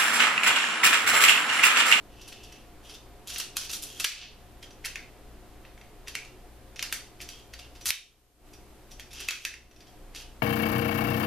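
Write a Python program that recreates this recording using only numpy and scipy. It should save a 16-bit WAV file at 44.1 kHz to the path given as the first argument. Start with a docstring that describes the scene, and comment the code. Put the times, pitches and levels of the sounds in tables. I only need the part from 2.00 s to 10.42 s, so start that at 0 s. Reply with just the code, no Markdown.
"""A low machine hum and a rush of air fill a small room. A metre or two away, a hinged plastic toy is
flipped open and shut by hand: light clicks, then from 1.3 s a flurry of clacks, the loose hinge rattling
in the swings, up to a hard snap at 2 s with a dull wash after it. Sparser, hollower knocks follow, and the
parts tap in the fingers. Flat blows stop dead; glancing ones chatter. Two more hard snaps land at 5.9
and 7.3 s, the whole sound dipping briefly after each of the three, and a last click comes at 8.1 s."""
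import sys
import numpy as np
from scipy import signal
from scipy.fft import rfft, irfft
from scipy.io import wavfile

SR = 44100
rng = np.random.default_rng(int(sys.argv[2]) if len(sys.argv) > 2 else 0)


def put_to_file(sound):
    """Save the sound as 16-bit audio at rate SR, in the file named by the first command-line argument."""
    columns = np.atleast_2d(sound).T  # one column per channel
    safe = np.clip(columns, -1, 1)
    whole_steps = np.round(safe * 32767)
    wavfile.write(sys.argv[1], SR, whole_steps.astype(np.int16))


N = 371322
TIME = np.arange(N) / SR
FREQS = np.fft.rfftfreq(N, 1 / SR)


def amp(db):
    """Decibels to gain."""
    return 10 ** (np.asarray(db) / 20)


def pan(left_db):
    """Stereo gains: the left goes up by left_db, the right down by as much."""
    return amp([[left_db], [-left_db]])


def curve_at(points, hz):
    """Reads a curve on a log-frequency axis."""
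    point_hz, value = np.transpose(points)
    return np.interp(np.log(hz + 1), np.log(point_hz + 1), value)


def bell(hz, centre_hz, octaves):
    """An EQ bell of height 1."""
    return np.exp(-(np.log2((hz + 1) / centre_hz) / octaves) ** 2)


def add(mix, start_s, sounds):
    """Mixes sounds in at start_s."""
    part = mix[:, max(round(start_s * SR), 0):][:, :sounds.shape[1]]
    part += sounds[:, :part.shape[1]]


def noise(spectrum):
    """Two unrelated noises with the given spectrum, rms 1."""
    shaped = irfft(rfft(rng.standard_normal((2, N))) * spectrum, N)
    return shaped / np.sqrt(np.mean(shaped ** 2) + 1e-20)


def stereo(two, correlation):
    """Blends two unrelated signals, as mid and side, into left and right."""
    mid = two[0] * np.sqrt((1 + correlation) / 2)
    side = two[1] * np.sqrt((1 - correlation) / 2)
    return np.array([mid + side, mid - side])


# The tone of the air. 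Each row: frequency in Hz, relative spectral level in dB.
AIR_SPECTRUM = [(20, 4), (45, 2.5), (80, -7), (150, -8), (220, -5), (330, -6), (480, -9), (700, -10),
                (900, -12.5), (1500, -17.5), (3000, -22), (5000, -29), (14000, -80)]
# Its slow level ride. Each row: time in seconds, gain in dB.
AIR_RIDE = [(0, 1), (3.3, 0.5), (4.8, -0.1), (5.8, -1), (7.2, -1), (8.4, 0)]


def air(level_db=-54):
    """A dark, narrow bed of rushing air that drifts a little in level."""
    rush = amp(level_db) * noise(amp(curve_at(AIR_SPECTRUM, FREQS)))
    ride = amp(np.interp(TIME, *np.transpose(AIR_RIDE)))
    return stereo(rush * ride, correlation=0.82) * pan(-0.14)


# A running machine's resonances. Each row: centre in Hz, width in Hz, rms level in dB before panning.
HUM_BANDS = [(30.35, 5.4, -57.5), (58.3, 11, -61.5), (99.3, 8.5, -70.5), (308, 18, -67), (369.6, 13, -67),
             (421.6, 16, -68.5), (532, 14, -71.5), (717, 19, -66.5)]


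def machine_hum():
    """Narrow resonant bands of noise make a wavering hum, almost mono."""
    power = 0
    for hz, width, db in HUM_BANDS:
        band = 1 / (1 + (2 * (FREQS - hz) / width) ** 2) ** 2
        power = power + amp(db) ** 2 * band / band.sum()
    hum = np.sqrt(power.sum()) * noise(np.sqrt(power))
    return stereo(hum, correlation=0.99) * pan(0.5)


# The tones of the machine's motor. Each row: pitch in Hz, rms level in dB before panning.
MOTOR_TONES = [(59, -60.5), (118.2, -64.5)]


def motor(wander_cycles=0.1):
    """A steady low drone to the left, its phase wandering a little."""
    wander_s = wander_cycles * noise(1 / (1 + FREQS ** 2))[0] / MOTOR_TONES[0][0]
    drone = sum(amp(db) * np.sin(2 * np.pi * hz * (TIME + wander_s)) for hz, db in MOTOR_TONES)
    return np.sqrt(2) * drone * pan(3)


def ticks(size, per_s, spread_db):
    """Impulses at random moments, of uneven force."""
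    lands = rng.random(size) < per_s / SR
    force = amp(spread_db * np.clip(rng.standard_normal(size), -2, 2))
    return lands * force * rng.choice([-1, 1], size)


# The room's decay. Each row: frequency in Hz, time to fall 60 dB in seconds.
ROOM_DECAY = [(300, 0.12), (1200, 0.29), (2800, 0.39), (5500, 0.36), (9000, 0.35), (14000, 0.2)]


def room(sound, build_s=0.0017, early_db=-3, early_s=0.0043, mic_spacing_m=0.025):
    """Early reflections, then a diffuse tail that two close microphones share only below the treble."""
    t = np.arange(SR * 3 // 4) / SR
    early = np.array([ticks(len(t), per_s=500, spread_db=3) for _ in range(2)]) * np.exp(-t / early_s)
    echoes = rng.standard_normal((2, len(t))) + amp(early_db) * np.sqrt(SR / 500) * early
    fade_in = 1 - np.exp(-(t / build_s) ** 2)
    hz, age, bands = signal.stft(echoes * fade_in, SR, nperseg=256)
    wavelengths_apart = mic_spacing_m * hz[:, None] / 343
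    decay = amp(-60 * age / curve_at(ROOM_DECAY, hz)[:, None])
    bands = stereo(bands, np.sinc(2 * wavelengths_apart)) * decay
    tail = signal.istft(bands, SR, nperseg=256)[1]
    return signal.fftconvolve(sound[None], tail / np.linalg.norm(tail.mean(0)), axes=1)[:, :N]


# The EQ of a plain plastic contact. Each row: frequency in Hz, gain in dB.
CONTACT_EQ = [(100, -18), (400, -18.5), (800, -16), (1300, -6), (1900, -7), (2700, -1), (4100, 1.5),
              (6000, 1), (8200, -7), (10500, -7), (14000, -11.5)]
BODY_HZ = 1966  # the toy's hollow note


def colour(edge_db, body_db=0, hinge_db=0, body_hz=BODY_HZ, edge_hz=7000, hinge_hz=2880, thump_hz=520):
    """A contact's filter: hollow body and thump if flat, bright edge if glancing, and the hinge's note."""
    hz = abs(np.fft.fftfreq(1024, 1 / SR))
    edge = 1 - 1 / (1 + (hz / edge_hz) ** 6)
    body = bell(hz, body_hz, octaves=0.53) + 0.33 * bell(hz, thump_hz, octaves=1.0)
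    hinge = bell(hz, hinge_hz, octaves=0.24)
    eq_db = curve_at(CONTACT_EQ, hz) + edge_db * edge + body_db * body + hinge_db * hinge
    minimum_phase = np.exp(np.conj(signal.hilbert(np.log(amp(eq_db)))))  # no ring ahead of the hit
    return np.fft.ifft(minimum_phase).real


def ringing(level_db, light_touch_db=-52.5):
    """Ring gain in dB: light touches leave the parts free; hard blows press them together and damp them."""
    return -3 - 0.33 * max(level_db - light_touch_db, 0)


# The shell's modes. Each row: pitch in Hz, relative level in dB, time to fall 60 dB in seconds.
SHELL_MODES = [(1990, -28.5, 0.013), (2214, -34, 0.011), (2530, -26.5, 0.011), (2701, -25.5, 0.027),
               (2987, -33, 0.028), (3242, -28.5, 0.03), (3530, -24, 0.0093), (4680, -31, 0.027),
               (4950, -33.5, 0.027), (5440, -29.5, 0.019), (5828, -28, 0.052), (6800, -32, 0.03),
               (8300, -49, 0.011), (9740, -32, 0.087)]


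def shell(blows, tone, ring_db, crack_s=0.0014, scatter_db=4, detune=0.012):
    """Blows crack and ring the plastic shell; returns four directions, each of energy 1."""
    t = np.arange(2048) / SR
    hz, db, t60 = np.transpose(SHELL_MODES)[:, :, None]
    place, grip = rng.standard_normal((2, len(SHELL_MODES), 1))
    envelopes = amp(ring_db + db + scatter_db * place - 60 * t / t60)
    ring = (envelopes * np.sin(2 * np.pi * hz * (1 + detune * grip) * t)).sum(0)
    # the crack's crowded, quickly damped modes add up differently in each direction
    crack_decay = np.exp(-2 * t / crack_s)
    crack_power = abs(signal.fftconvolve(blows ** 2, crack_decay / crack_decay.sum()))
    crack = np.sqrt(crack_power) * np.clip(rng.standard_normal((4, len(crack_power))), -2, 2)
    sounds = signal.fftconvolve(crack + signal.fftconvolve(blows, ring), tone[None], axes=1)
    return sounds / np.linalg.norm(sounds, axis=1, keepdims=True)


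GLANCING_S, FLAT_S = 0.0073, 0.0023  # chatter decay of a light glancing blow and a light flat one
FLAT_DB, FLAT_RANGE_DB = 6.5, 3  # body boost at which a blow turns flat, and how gradually
HARD_DB, SNAP_DB = -22.5, -27  # a hard blow halves its chatter; a snap lifts the hollow note
HIT_GAIN = np.sqrt(SR / 100)  # makes a hit's level its rms over 10 ms


def contact(db, body_db, edge_db, rebound=0.56, soft_attack_s=0.0075, size=2048):
    """A blow, then chatter in the play of the hinge: the flatter and harder, the sooner it stops."""
    t = np.arange(size) / SR
    chatter_s = FLAT_S + (GLANCING_S - FLAT_S) / (1 + np.exp((body_db - FLAT_DB) / FLAT_RANGE_DB))
    chatter_s /= 1 + amp(db - HARD_DB) ** 2
    attack = 1 / (1 + (chatter_s / soft_attack_s) ** 4)  # long chatter starts softly
    envelope = (attack + (1 - attack) * 2 * t / chatter_s) * np.exp(-t / chatter_s)
    blows = attack * (t == 0) + rebound * ticks(size, per_s=1500, spread_db=4.9) * envelope
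    # a hard snap is a shorter contact, so its hollow note sits higher
    rise_octaves = 0.26 / (1.5 + np.exp(SNAP_DB - db))
    tone = colour(edge_db, body_db, body_hz=BODY_HZ * 2 ** rise_octaves)
    return amp(db) * HIT_GAIN * shell(blows, tone, ringing(db))


# Changes of grip. Each row: start and end in seconds, middle tap level in dB, body boost in dB.
GRIP_CHANGES = [(2.685, 2.715, -54, -1), (3.738, 3.82, -56, 18), (4.248, 4.269, -50, 7),
                (4.725, 4.787, -47.5, 4), (5.729, 5.801, -54, -2), (7.093, 7.11, -45.5, 2),
                (7.699, 7.876, -54, 3)]


def grip_taps(per_s=20, spread_db=4):
    """The parts tap lightly and unevenly as the fingers change grip."""
    out = np.zeros((4, N))
    for start, end, db, body_db in GRIP_CHANGES:
        count = max(round((end - start) * per_s), 1)
        for k, (lag, force) in enumerate(rng.random((count, 2))):
            tap = contact(db + spread_db * (2 * force - 1), body_db, edge_db=-3.5)
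            add(out, start + (end - start) * (k + lag) / count, tap)
    return out


# Hinge rattles, and one dull wash that lingers after the hard snap at 2 s as the level returns.
# Each row: start and end in seconds, level in dB, treble boost in dB.
RATTLES_AND_WASH = [(0.049, 0.688, -60.5, -4), (0.814, 0.989, -57, 2), (1.263, 1.451, -45.5, -1),
                    (1.576, 1.679, -45.5, 5), (1.685, 1.781, -42, 13), (1.83, 2.027, -51.5, 6.5),
                    (2.049, 2.294, -45.5, -20), (5.277, 5.43, -57, 0), (5.577, 5.671, -58.5, -9.5),
                    (5.853, 5.906, -30, 9), (7.125, 7.272, -48, -2.5), (7.321, 7.466, -49, 2),
                    (8.141, 8.243, -50, 1)]


def rattles_and_wash(gentle_db=-60, damping=0.4):
    """The loose hinge ticks densely on the shell, force damping its ring; dulled ticks make the wash."""
    out = np.zeros((4, N))
    for start, end, db, edge_db in RATTLES_AND_WASH:
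        size = round((end - start) * SR)
        ticking = ticks(size, per_s=1000, spread_db=3.5) * signal.windows.tukey(size, 0.5)
        tone = colour(edge_db, hinge_db=10 - damping * (db - gentle_db))
        add(out, start, amp(db) * np.sqrt(size) * shell(ticking, tone, ringing(db) - 4))
    return out


def lead_in(blow_db, edge_db, swell_s=0.0055, middling_blow_db=-35, size=1024):
    """A faint swell of fine ticks leads into a clack and softens its attack; returns lead time, sound."""
    until_blow_s = np.arange(size)[::-1] / SR
    swell = ticks(size, per_s=2500, spread_db=2.5) * np.exp(-until_blow_s / swell_s)
    db = -49.5 + 0.84 * (blow_db - middling_blow_db)
    return until_blow_s[0], amp(db) * HIT_GAIN * shell(swell, colour(edge_db, hinge_db=5), ringing(db))


# Brief dips of the whole mix. Each row: start in seconds, depth in dB, hold and release in seconds.
LEVEL_DIPS = [(2.0453, 10, 0.017, 0.35), (5.9053, 14.5, 0.45, 0.12), (7.286, 6.5, 0.4, 0.24)]


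def dip_gain(instant_share=0.59, fall_s=0.003):
    """The level drops, most of the way at once, holds, and comes back."""
    cut_db = 0
    for start, depth_db, hold_s, release_s in LEVEL_DIPS:
        corners = start + np.cumsum([-0.0005, 0.0005, fall_s, hold_s, release_s])
        cut_db = cut_db + depth_db * np.interp(TIME, corners, [0, instant_share, 1, 1, 0])
    return amp(-cut_db)


# The halves meeting. Each row: start in seconds, level in dB, body boost in dB, treble boost in dB.
CLACK_HITS = [(0.213, -48.5, -8, 0), (0.278, -43.5, -3.5, 4), (0.323, -44, 2, -4), (0.433, -47.5, -13, 1),
              (0.523, -49.5, 5, 2), (0.896, -45.5, -5, -4), (0.941, -47, -15, -2), (1.274, -38, -7, 8),
              (1.298, -37.5, -3, 4), (1.335, -39.5, -10, 10), (1.36, -35.5, 3, -9), (1.3817, -32, -3, 13),
              (1.399, -31, 0, 2.5), (1.568, -26.5, -4, 4.5), (1.611, -40, -3, -6), (1.695, -35, -8, -5),
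              (1.732, -31.5, -5, 2), (1.824, -33.5, -7, 11), (1.998, -28, -3, 3.5), (2.0441, -27.5, 17, 1),
              (2.047, -24, 9, 3.5), (2.6279, -44, 5, -2), (2.844, -43, 31, -13), (2.8485, -35, 21, 5),
              (2.855, -32, 2, 5), (2.957, -35, 18.5, -3), (3.6508, -51.5, 10, -33),
              (4.074, -44.5, 14, -4.5), (4.0804, -38, 4.5, 3), (4.1523, -31, 14.5, -0.5),
              (4.7933, -34, 10, -3), (4.826, -29.5, 8, 2.5), (4.926, -28, 12.5, 7.5), (4.932, -36.5, 0, 15),
              (5.2038, -44, 12, -9), (5.212, -39.5, 0, 6), (5.2897, -40, 0, 3.5), (5.5357, -42.5, 7, -1),
              (5.5913, -45, 2.5, 1), (5.81, -46, -1.5, 1), (5.8568, -29, 3, 11), (5.905, -23, 8, 3.5),
              (6.535, -51.5, 3, 6), (6.912, -47, -2, 4), (6.9971, -42, 7, 2), (7.131, -44.5, 5, 10),
              (7.2031, -38, 4, 5), (7.2863, -26, 12, 2), (7.3075, -32, 7.5, -0.5), (7.4508, -29.5, 9, 3),
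              (7.5395, -44, 15, -4), (8.149, -40, 2, 0.5)]


def clacks():
    """The halves knock together; a hit inside a dip is boosted so its attack keeps its level."""
    out = np.zeros((4, N))
    dip = dip_gain()
    for start, db, body_db, edge_db in CLACK_HITS:
        lead_s, swell = lead_in(db, edge_db)
        add(out, start - lead_s, swell)
        dip_at_attack = dip[round(start * SR) + SR // 1000]
        add(out, start, contact(db, body_db, edge_db) / dip_at_attack)
    return out


def scene(reverb_db=-4):
    """The toy straight on, its other three directions by way of the walls, over air, hum and motor."""
    direct, *aside = clacks() + rattles_and_wash() + grip_taps()
    reverb = amp(reverb_db) * sum(room(sound) for sound in aside) / np.sqrt(len(aside))
    return (direct + reverb) * pan(-0.27) + air() + machine_hum() + motor()


def record(dry, mic_hiss_db=-61.5, floor_db=-70, cutoff_hz=14300):
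    """Microphone hiss dips with the scene, a fainter hiss stays steady, and a low-pass trims the top."""
    mic_hiss = amp(mic_hiss_db) * rng.standard_normal((2, N))
    steady_hiss = amp(floor_db) * rng.standard_normal((2, N))
    heard = (dry + mic_hiss) * dip_gain() + steady_hiss
    low_pass = signal.firwin(401, cutoff_hz, window=("kaiser", 8), fs=SR)
    return signal.oaconvolve(heard, low_pass[None], "same")


dry = scene()
out = record(dry)
put_to_file(out)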